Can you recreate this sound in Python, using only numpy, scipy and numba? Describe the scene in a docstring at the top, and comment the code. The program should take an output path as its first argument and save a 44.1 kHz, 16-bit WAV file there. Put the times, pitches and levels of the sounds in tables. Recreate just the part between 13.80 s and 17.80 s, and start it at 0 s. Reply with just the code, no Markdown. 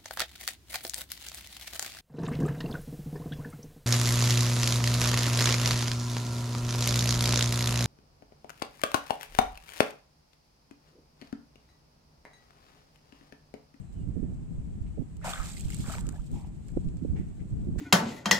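"""On a pond, beside a wooden boat. A hand scoops water and flings it out: trapped air gulps and rings as
bubbles, the sheet tears into a hiss of spray, drops patter back and the hand dabbles on. Light wind rumbles on
each of the microphone's two ports separately and buffets the right one, at times striking it with a dull knock.
Far behind are the faint hiss of the marsh and thin bird whistles."""
import sys
import numpy as np
from scipy import signal
from scipy.fft import rfft, irfft
from scipy.io import wavfile
from scipy.ndimage import uniform_filter1d
from numba import njit

SR = 44100
rng = np.random.default_rng(int(sys.argv[2]) if len(sys.argv) > 2 else 0)


def log_audio(samples):
    """Write samples as a 16-bit WAV file to the path given in sys.argv[1]."""
    # one column per channel
    frames = np.atleast_2d(samples).T
    # limit to full scale, then quantise
    limited = np.clip(frames, -1, 1)
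    pcm = np.round(limited * 32767).astype(np.int16)
    wavfile.write(sys.argv[1], SR, pcm)


N = 176400
TOP_HZ = 15500
PORT_LAG_S, LAG_SCATTER_S = .00012, .00006  # the water reaches the left port later

# Swarms of bubbles beside the boat: t/s, rise/s, hold/s, fade/s, level/dB, f/Hz, spread/octaves
BUBBLE_SWARMS = [(1.441, 0.0064, 0.032, 0.03, -37.5, 726, 0.2),
                 (1.437, 0.007, 0.17, 0.055, -46, 1380, 0.21),
                 (1.436, 0.021, 0.056, 0.13, -46.5, 2310, 0.32),
                 (1.488, 0.008, 0.029, 0.14, -51.5, 710, 0.22), (1.81, 0.09, 0.25, 0.064, -64, 1420, 0.64),
                 (2.03, 0.04, 0.081, 0.053, -51, 1450, 0.44), (2.0, 0.1, 0.055, 0.034, -53, 808, 0.3),
                 (2.19, 0.017, 0.14, 0.036, -64, 1440, 0.69), (2.325, 0.012, 0.025, 0.02, -57, 660, 0.11),
                 (2.525, 0.023, 0.042, 0.069, -57, 825, 0.14)]
def bubble_clouds(per_s=800, cycles=9.6, rise_octaves=.19, scatter_db=2.5):
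    """Air folded into the water rings as swarms of short rising bubbles."""
    out = np.zeros((2, N))
    for start, rise, hold, fade, db, hz, spread in BUBBLE_SWARMS:
        jitter, pitch_rank, life, size_rank = rng.random(size=(500, 4)).T
        at = start + (np.arange(len(jitter)) + jitter) / per_s
        octaves = spread * np.clip(np.log(pitch_rank / (1 - pitch_rank)) / 2, -2, 2)
        gain = undb(scatter_db * np.minimum(-np.log(size_rank), 3))
        glide = rise_octaves * 2 * life
        swarm = rings(at, hz * 2 ** octaves, cycles * (.5 + life), gain, glide, lags(len(at)))
        envelope = swell(start, rise, hold, fade)
        out += undb(db) * unit(swarm * envelope) * np.sqrt(np.mean(envelope ** 2))
    return out


# Plops and plinks: t/s, level/dB, f/Hz, ring/cycles, glide/octaves per ring
PLOPS = [(1.415, -46, 1380, 16, 0.2), (1.478, -33.5, 763, 20, 0.06), (1.535, -26.5, 1300, 17, -0.3),
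         (1.535, -26, 3380, 47, 0.15), (1.558, -29, 1380, 16, 0.35), (1.574, -33, 1520, 14, 0),
         (1.599, -33.5, 1264, 57, .05), (1.768, -42, 2070, 48, -0.011), (1.779, -43, 2350, 24, 0.25),
         (1.902, -42.5, 2060, 31.7, 0.3), (1.923, -39, 2830, 40, 0.099), (1.932, -41, 2110, 26, 0.18),
         (2.041, -43.5, 1145, 21, 0.51), (2.063, -42, 2340, 30, .05), (2.074, -41, 1410, 14, 0.21),
         (2.097, -33.5, 1330, 26, -0.05), (2.099, -32.5, 668, 13, -0.003), (2.119, -37, 1570, 16, .1),
         (2.138, -30, 1240, 14, .2), (2.145, -33.5, 1480, 14, .1), (2.151, -37, 2270, 33, .1),
         (2.153, -34, 670, 6.6, .1), (2.171, -39, 1220, 14, 0.6), (2.183, -39.5, 972, 31, -0.21),
         (2.231, -50, 1330, 21, .5), (2.255, -50, 1230, 20, 0.3), (2.291, -43.5, 1206, 16, 0.98),
         (2.328, -53, 1560, 35, -0.1), (2.357, -50.5, 1640, 50, 0.24), (2.381, -51, 878, 32, 0.3),
         (2.394, -53, 1200, 34, 0.8), (2.592, -50, 875, 14, 0.13), (2.646, -45, 850, 13, 0.088)]
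def single_bubbles():
    """Larger bubbles ring out above the swarms, each on its own note."""
    at, db, hz, cycles, glide = np.array(PLOPS, float).T.copy()
    return rings(at, hz, cycles, undb(db), glide, np.full(len(at), PORT_LAG_S))


# Fine spray over the pond: t/s, level/dB
SPRAY_LEVEL = [(1.39, -78), (1.435, -62), (1.46, -49.5), (1.53, -51), (1.63, -50.5), (1.71, -49.5),
               (1.8, -51.5), (1.86, -56), (1.91, -51.5), (1.98, -53), (2.06, -50), (2.15, -49),
               (2.225, -61), (2.34, -65.5), (2.42, -66.5), (2.51, -69.5), (2.55, -63.5), (2.66, -68.5),
               (2.72, -75.5), (2.9, -71), (3.0, -73), (3.975, -76.5), (3.99, -51.5)]
# Spectrum of the droplets: f/Hz, level/dB
SPRAY_SPECTRUM = [(1200, -14), (2000, -8.5), (3200, -2.5), (4500, -2.5), (6000, -4), (7000, 0), (7800, 3.5),
                  (8900, -0.5), (9900, -10), (12000, -9.5), (15000, -22.5)]
def spray(droplets_per_s=750, decay_s=.0013, bubbles_per_s=600, fizz_db=-3.5, spatter_db=2.5):
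    """The sheet of water tears and falls in spatters; droplets tick and leave tiny ringing bubbles."""
    landings = rng.random(N) < droplets_per_s / SR
    tick_power = signal.lfilter([1], [1, -np.exp(-1 / (decay_s * SR))], landings.astype(float))
    ticks = unit(colour(np.sqrt(tick_power) * rng.standard_normal((2, N)), SPRAY_SPECTRUM))
    jitter, pitch_rank, life, size_rank = rng.random(size=(5000, 4)).T
    at = (np.arange(len(jitter)) + jitter) / bubbles_per_s
    gain = undb(np.minimum(-np.log(size_rank), 4.5))
    lag = 2 * (lags(len(at)) - PORT_LAG_S)  # spread wide, to both sides of the microphone
    fizz = rings(at, hz=2046 + 6974 * pitch_rank, cycles=45 * (.5 + life),
                 gain=gain, glide=.19 * life, lag=lag)
    fizz = undb(fizz_db) * unit(colour(fizz, SPRAY_SPECTRUM))
    hiss = unit(highpass(ticks + fizz, hz=1460))
    return hiss * undb(curve(SPRAY_LEVEL) + spatter_db * walk(per_s=50))


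# The hand breaks the surface, throws, and the water lands: t/s, rise/s, hold/s, fade/s, level/dB
GUSH_SWELLS = [(1.441, .004, .025, 0.13, -45.5), (1.489, .004, .014, .012, -41.5),
               (2.04, .04, .08, .03, -54)]
def gushes():
    """Droplets come so thickly that they merge into a smooth rush."""
    rush = unit(highpass(colour(rng.standard_normal((2, N)), SPRAY_SPECTRUM), hz=1200))
    power = sum((undb(db) * swell(start, rise, hold, fade)) ** 2
                for start, rise, hold, fade, db in GUSH_SWELLS)
    return rush * np.sqrt(power)


# Big drops landing on the pond: t/s, level/dB, band centre f/Hz
DROP_HITS = [(1.368, -41, 6900), (1.454, -35, 7400), (1.495, -37, 6000), (1.535, -30, 7000),
             (1.577, -34, 3000), (1.632, -30, 5500), (1.66, -34, 7300), (1.719, -32, 7560),
             (1.796, -29.5, 8000), (1.808, -26, 7950), (1.903, -28, 6840), (1.904, -35.5, 2400),
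             (1.9455, -23.5, 8100), (1.968, -35, 7700), (1.996, -42, 3500), (2.065, -39, 6900),
             (2.105, -30, 7000), (2.137, -38, 6500), (2.152, -37, 4000), (2.183, -31.5, 1750),
             (2.206, -34, 7900), (2.2092, -31, 6900), (2.2675, -31.5, 6150), (2.29, -25.5, 7000),
             (2.324, -37.5, 7650), (2.44, -49, 3800), (2.5156, -39, 7560), (2.884, -39.5, 7000),
             (2.888, -49, 4004), (3.087, -45.5, 3950), (3.170, -45, 5800)]
# Tone shared by all the drops: f/Hz, level/dB
DROP_TONE = [(500, -5), (1500, 3.5), (6000, -10), (7800, 1), (9000, -6.5), (10000, -9), (15000, -12)]
def drops(decay_s=.0016, band_octaves=.7):
    """Each big drop slaps the surface with a tick a few milliseconds long."""
    out, t = np.zeros((2, N)), np.arange(1024) / SR
    for at, db, hz in DROP_HITS:
        edges = np.minimum(hz * 2 ** (np.array([-.5, .5]) * band_octaves), TOP_HZ)
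        for port in out:
            slap = rng.standard_normal(len(t)) * np.exp(-t / decay_s)
            tick = signal.lfilter(*signal.butter(1, edges, "band", fs=SR), slap)
            add(port, at, undb(db) * tick / np.abs(tick).max())
    return colour(out, DROP_TONE)


# Strokes of the hand beside the boat: t/s, rise/s, fade/s, level/dB, f/Hz
HAND_STROKES = [(1.06, 0.0076, 0.017, -63.5, 2400), (1.412, 0.027, 0.0092, -49.5, 1790),
                (1.442, .004, 0.044, -46.5, 1500), (2.525, 0.031, 0.07, -63.5, 2400),
                (2.635, .012, 0.026, -65.5, 2400), (2.882, 0.0085, 0.0073, -61.5, 1700),
                (3.357, 0.007, 0.047, -54.5, 1990), (3.59, 0.013, 0.025, -62.5, 2020),
                (3.982, 0.008, 0.037, -46, 1660)]
# Spectrum of a stroke: multiple of its f, level/dB
STROKE_SPECTRUM = [(.15, -19), (.35, 5), (.6, -10), (1, 3.5), (1.4, -5.5), (2, -18.5), (4, -19.5), (5, -29),
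                   (8, -64)]
def swishes():
    """The hand brushes through the surface with a soft rush."""
    out = np.zeros((2, N))
    for start, rise, fade, db, hz in HAND_STROKES:
        spectrum = [(hz * ratio, level) for ratio, level in STROKE_SPECTRUM]
        rush = unit(colour(rng.standard_normal((2, N)), spectrum))
        out += undb(db) * swell(start, rise, 0, fade) * rush
    return out


# The water at the microphone, left port minus right: f/Hz, level/dB
PORT_BALANCE = [(300, 4), (700, 2.5), (1300, 2.5), (2400, -2), (4400, -1), (6000, 0), (7800, -10.5),
                (9500, 4), (11000, -3), (13000, 15), (15000, 19)]
def at_ports(water, echo_db=-18, decay_s=.03):
    """A faint short echo off the bank follows the water; each port colours both in its own way."""
    t = np.arange(8192) / SR
    echo = rng.standard_normal((2, len(t))) * np.exp(-t / decay_s) * np.sqrt(2 / (decay_s * SR))
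    arriving = water + undb(echo_db) * signal.fftconvolve(water, echo, axes=1)[:, :N]
    return np.array([colour(port, [(hz, side * db / 2) for hz, db in PORT_BALANCE])
                     for port, side in zip(arriving, (1, -1))])


# Wind strength right on the microphone: t/s, left level/dB, right level/dB
WIND_STRENGTH = [(0, -36.5, -48.5), (.12, -48, -42.5), (.22, -40, -35.5), (.5, -38.5, -33.5),
                 (.8, -35.5, -41.5), (1.03, -36.5, -39), (1.14, -39.5, -45.5), (1.3, -41.5, -40),
                 (1.6, -42.5, -41), (1.73, -41.5, -42), (1.86, -32.5, -37), (2.3, -37.5, -33),
                 (2.47, -39, -40), (2.56, -32.5, -32.5), (2.8, -40.5, -44), (2.98, -32, -40.5),
                 (3.3, -36.5, -31.5), (3.48, -38, -40.5), (3.68, -38, -39.5), (3.72, -29.5, -35.5),
                 (4, -33.5, -28.5)]
# Spectrum of the large, slow turbulence: f/Hz, level/dB
RUMBLE_SPECTRUM = [(15, -32.5), (30, 3), (50, 3), (100, -3), (170, -2), (230, -10.5), (320, -19),
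                   (450, -32), (700, -37.5), (1500, -71), (6000, -100)]
# Spectrum of the small eddies: f/Hz, level/dB
EDDY_SPECTRUM = [(60, -14), (180, 5.5), (300, -4.5), (450, -11), (700, -34), (1500, -38), (6000, -100)]
def wind(base_db=-39, flutter_db=2.5, eddy_db=-13.5, eddy_growth=1.24):
    """Turbulence rumbles on each port; smaller, brighter eddies grow faster with its strength."""
    ports = []
    for column in (1, 2):
        gust_db = curve(WIND_STRENGTH, column) - base_db + flutter_db * walk(per_s=22)
        rumble = unit(colour(rng.standard_normal(N), RUMBLE_SPECTRUM))
        eddies = unit(colour(rng.standard_normal(N), EDDY_SPECTRUM))
        ports.append(rumble * undb(gust_db) + eddies * undb(eddy_db + eddy_growth * gust_db))
    return undb(base_db) * np.array(ports)


# Puffs of wind on the right port: middle t/s, length/s, level/dB, f/Hz
PUFFS = [(.19, .08, -38, 170), (0.241, 0.031, -34, 101.3), (.285, 0.035, -33, 178),
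         (0.371, 0.04, -28.5, 222), (.398, 0.023, -32, 228), (0.437, 0.041, -27, 230),
         (0.794, 0.037, -30, 93), (1.012, 0.022, -27.5, 77), (1.181, .014, -33, 295),
         (1.201, 0.037, -26, 190), (1.22, 0.021, -31.5, 268), (1.608, 0.032, -27, 44),
         (1.856, 0.029, -26.5, 133), (2.0, 0.025, -26.5, 141), (2.085, 0.014, -27, 165),
         (2.281, 0.031, -32.5, 205), (2.403, 0.031, -28, 69.5), (2.538, 0.021, -28, 161),
         (2.975, 0.02, -22, 278), (3.071, 0.051, -27, 159), (3.231, 0.042, -32, 202),
         (3.253, 0.013, -28, 306), (3.308, 0.027, -23.5, 71.4), (3.405, 0.04, -27, 172),
         (3.725, 0.05, -29, 131), (3.886, 0.048, -28.5, 208), (3.958, 0.015, -32.5, 270)]
# Spectrum of a puff: multiple of its f, level/dB
PUFF_SPECTRUM = [(.1, -0.5), (.5, -1.5), (1, 2.5), (1.6, -8), (2.6, -25.5), (4, -47), (8, -74), (24, -100)]
def buffets():
    """Single eddies thud against the windward right port."""
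    out, t = np.zeros((2, N)), (np.arange(8192) - 4096) / SR
    for at, length, db, hz in PUFFS:
        envelope = np.cos(np.pi * np.clip(t / length, -.5, .5))
        spectrum = [(hz * ratio, level) for ratio, level in PUFF_SPECTRUM]
        puff = unit(colour(rng.standard_normal(len(t)) * envelope, spectrum))
        add(out[1], at + t[0], undb(db) * puff * np.sqrt(length * SR / len(t)))
    return out


# Dull knocks of the wind on the right port: t/s, level/dB, f/Hz
WIND_KNOCKS = [(0.429, -24, 230), (2.973, -10, 335), (3.249, -23, 350)]
def knocks(cycles=7., left_db=-22):
    """Each dull knock rings for a few cycles and barely reaches the left port."""
    at, db, hz = np.array(WIND_KNOCKS, float).T.copy()
    zeros = np.zeros(len(at))
    thuds = rings(at, hz, np.full(len(at), cycles), undb(db), glide=zeros, lag=zeros)
    return thuds * undb([[left_db], [0]])


# Open air all around the pond: f/Hz, level/dB
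AIR_SPECTRUM = [(400, -7.5), (700, 0.5), (1000, -5.5), (1500, -10), (2600, -12.5), (3500, -18),
                (5200, -20.5), (6500, -18.5), (7800, -11), (9000, -17.5), (9700, -27.5), (12500, -29),
                (13500, -40)]
def air(db=-66.5):
    """The open marsh gives a faint steady hiss."""
    hiss = colour(rng.standard_normal((2, N)), AIR_SPECTRUM)
    return undb(db) * unit(highpass(hiss, hz=465))


# Whistles far from the microphone: t/s, length/s, level/dB, first f/Hz, last f/Hz
FAR_WHISTLES = [(.035, .11, -78, 4200, 3950), (.1, .19, -74.5, 3120, 2740), (.3, .25, -77, 1830, 1780)]
def birds(waver=.028):
    """Distant birds whistle, each note a wavering downward glide."""
    out = np.zeros(N)
    for at, length, db, from_hz, to_hz in FAR_WHISTLES:
        n = int(length * SR)
        hz = np.linspace(from_hz, to_hz, n) * (1 + waver * walk(per_s=300)[:n])
        add(out, at, undb(db) * np.hanning(n) * np.sin(2 * np.pi * np.cumsum(hz) / SR))
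    return out


@njit
def rings(start, hz, cycles, gain, glide, lag):
    """Damped sines fall 40 dB and move `glide` octaves over their cycles; the left port lags."""
    out = np.zeros((2, N))
    for k in range(len(start)):
        first, n, phase = int(start[k] * SR), cycles[k] * SR / hz[k], 0.
        for i in range(max(0, min(int(1.3 * n), N - first))):
            phase += 2 * np.pi * hz[k] * 2 ** (glide[k] * i / n) / SR
            envelope = gain[k] * np.exp(-4.6 * i / n) * (1 - np.exp(-phase / 2.5))
            out[0, first + i] += envelope * np.sin(phase - 2 * np.pi * hz[k] * lag[k])
            out[1, first + i] += envelope * np.sin(phase)
    return out


def lags(count):
    """Seconds between the ports for bubbles scattered over the water, each in its own direction."""
    return PORT_LAG_S + LAG_SCATTER_S * rng.standard_normal(count)


def swell(start, rise, hold, fade):
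    """Rise, hold and exponential fade."""
    t = np.arange(N) / SR - start
    return np.clip(t / rise, 0, 1) * np.exp(-np.maximum(t - rise - hold, 0) / fade)


def undb(db):
    """Decibels to gain."""
    return 10 ** (np.asarray(db) / 20)


def unit(x):
    """Scale to rms 1."""
    return x / np.sqrt(np.mean(x ** 2) + 1e-20)


def curve(rows, column=1):
    """Join the rows of a time table by straight lines."""
    rows = np.array(rows, float)
    return np.interp(np.arange(N) / SR, rows[:, 0], rows[:, column])


def colour(x, points):
    """Filter by points of f/Hz, level/dB."""
    points, n = np.array(points, float), x.shape[-1]
    hz = np.maximum(np.fft.rfftfreq(n, 1 / SR), 1)
    db = np.interp(np.log(hz), np.log(points[:, 0]), points[:, 1])
    return irfft(rfft(x) * undb(db), n)


def highpass(x, hz):
    """Take away the lows."""
    return signal.sosfilt(signal.butter(3, hz, "high", fs=SR, output="sos"), x)


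def walk(per_s):
    """Smooth random wandering of rms 1."""
    hold = max(int(SR / per_s), 1)
    steps = np.repeat(rng.standard_normal(N // hold + 1), hold)
    return unit(uniform_filter1d(steps, hold)[:N])


def add(out, start, x):
    """Mix a short sound in at a time."""
    i = int(np.clip(start * SR, 0, N - 1))
    out[i:i + len(x)] += x[:N - i]


def scene():
    """Water beside the boat, wind and knocks at the microphone, marsh air and birds beyond."""
    water = bubble_clouds() + single_bubbles() + spray() + gushes() + drops() + swishes()
    return at_ports(water) + wind() + buffets() + knocks() + air() + birds()


def record(dry):
    """The recorder cuts off steeply above TOP_HZ."""
    return signal.sosfilt(signal.ellip(10, .2, 80, TOP_HZ, fs=SR, output="sos"), dry)


dry = scene()
out = record(dry)
log_audio(out)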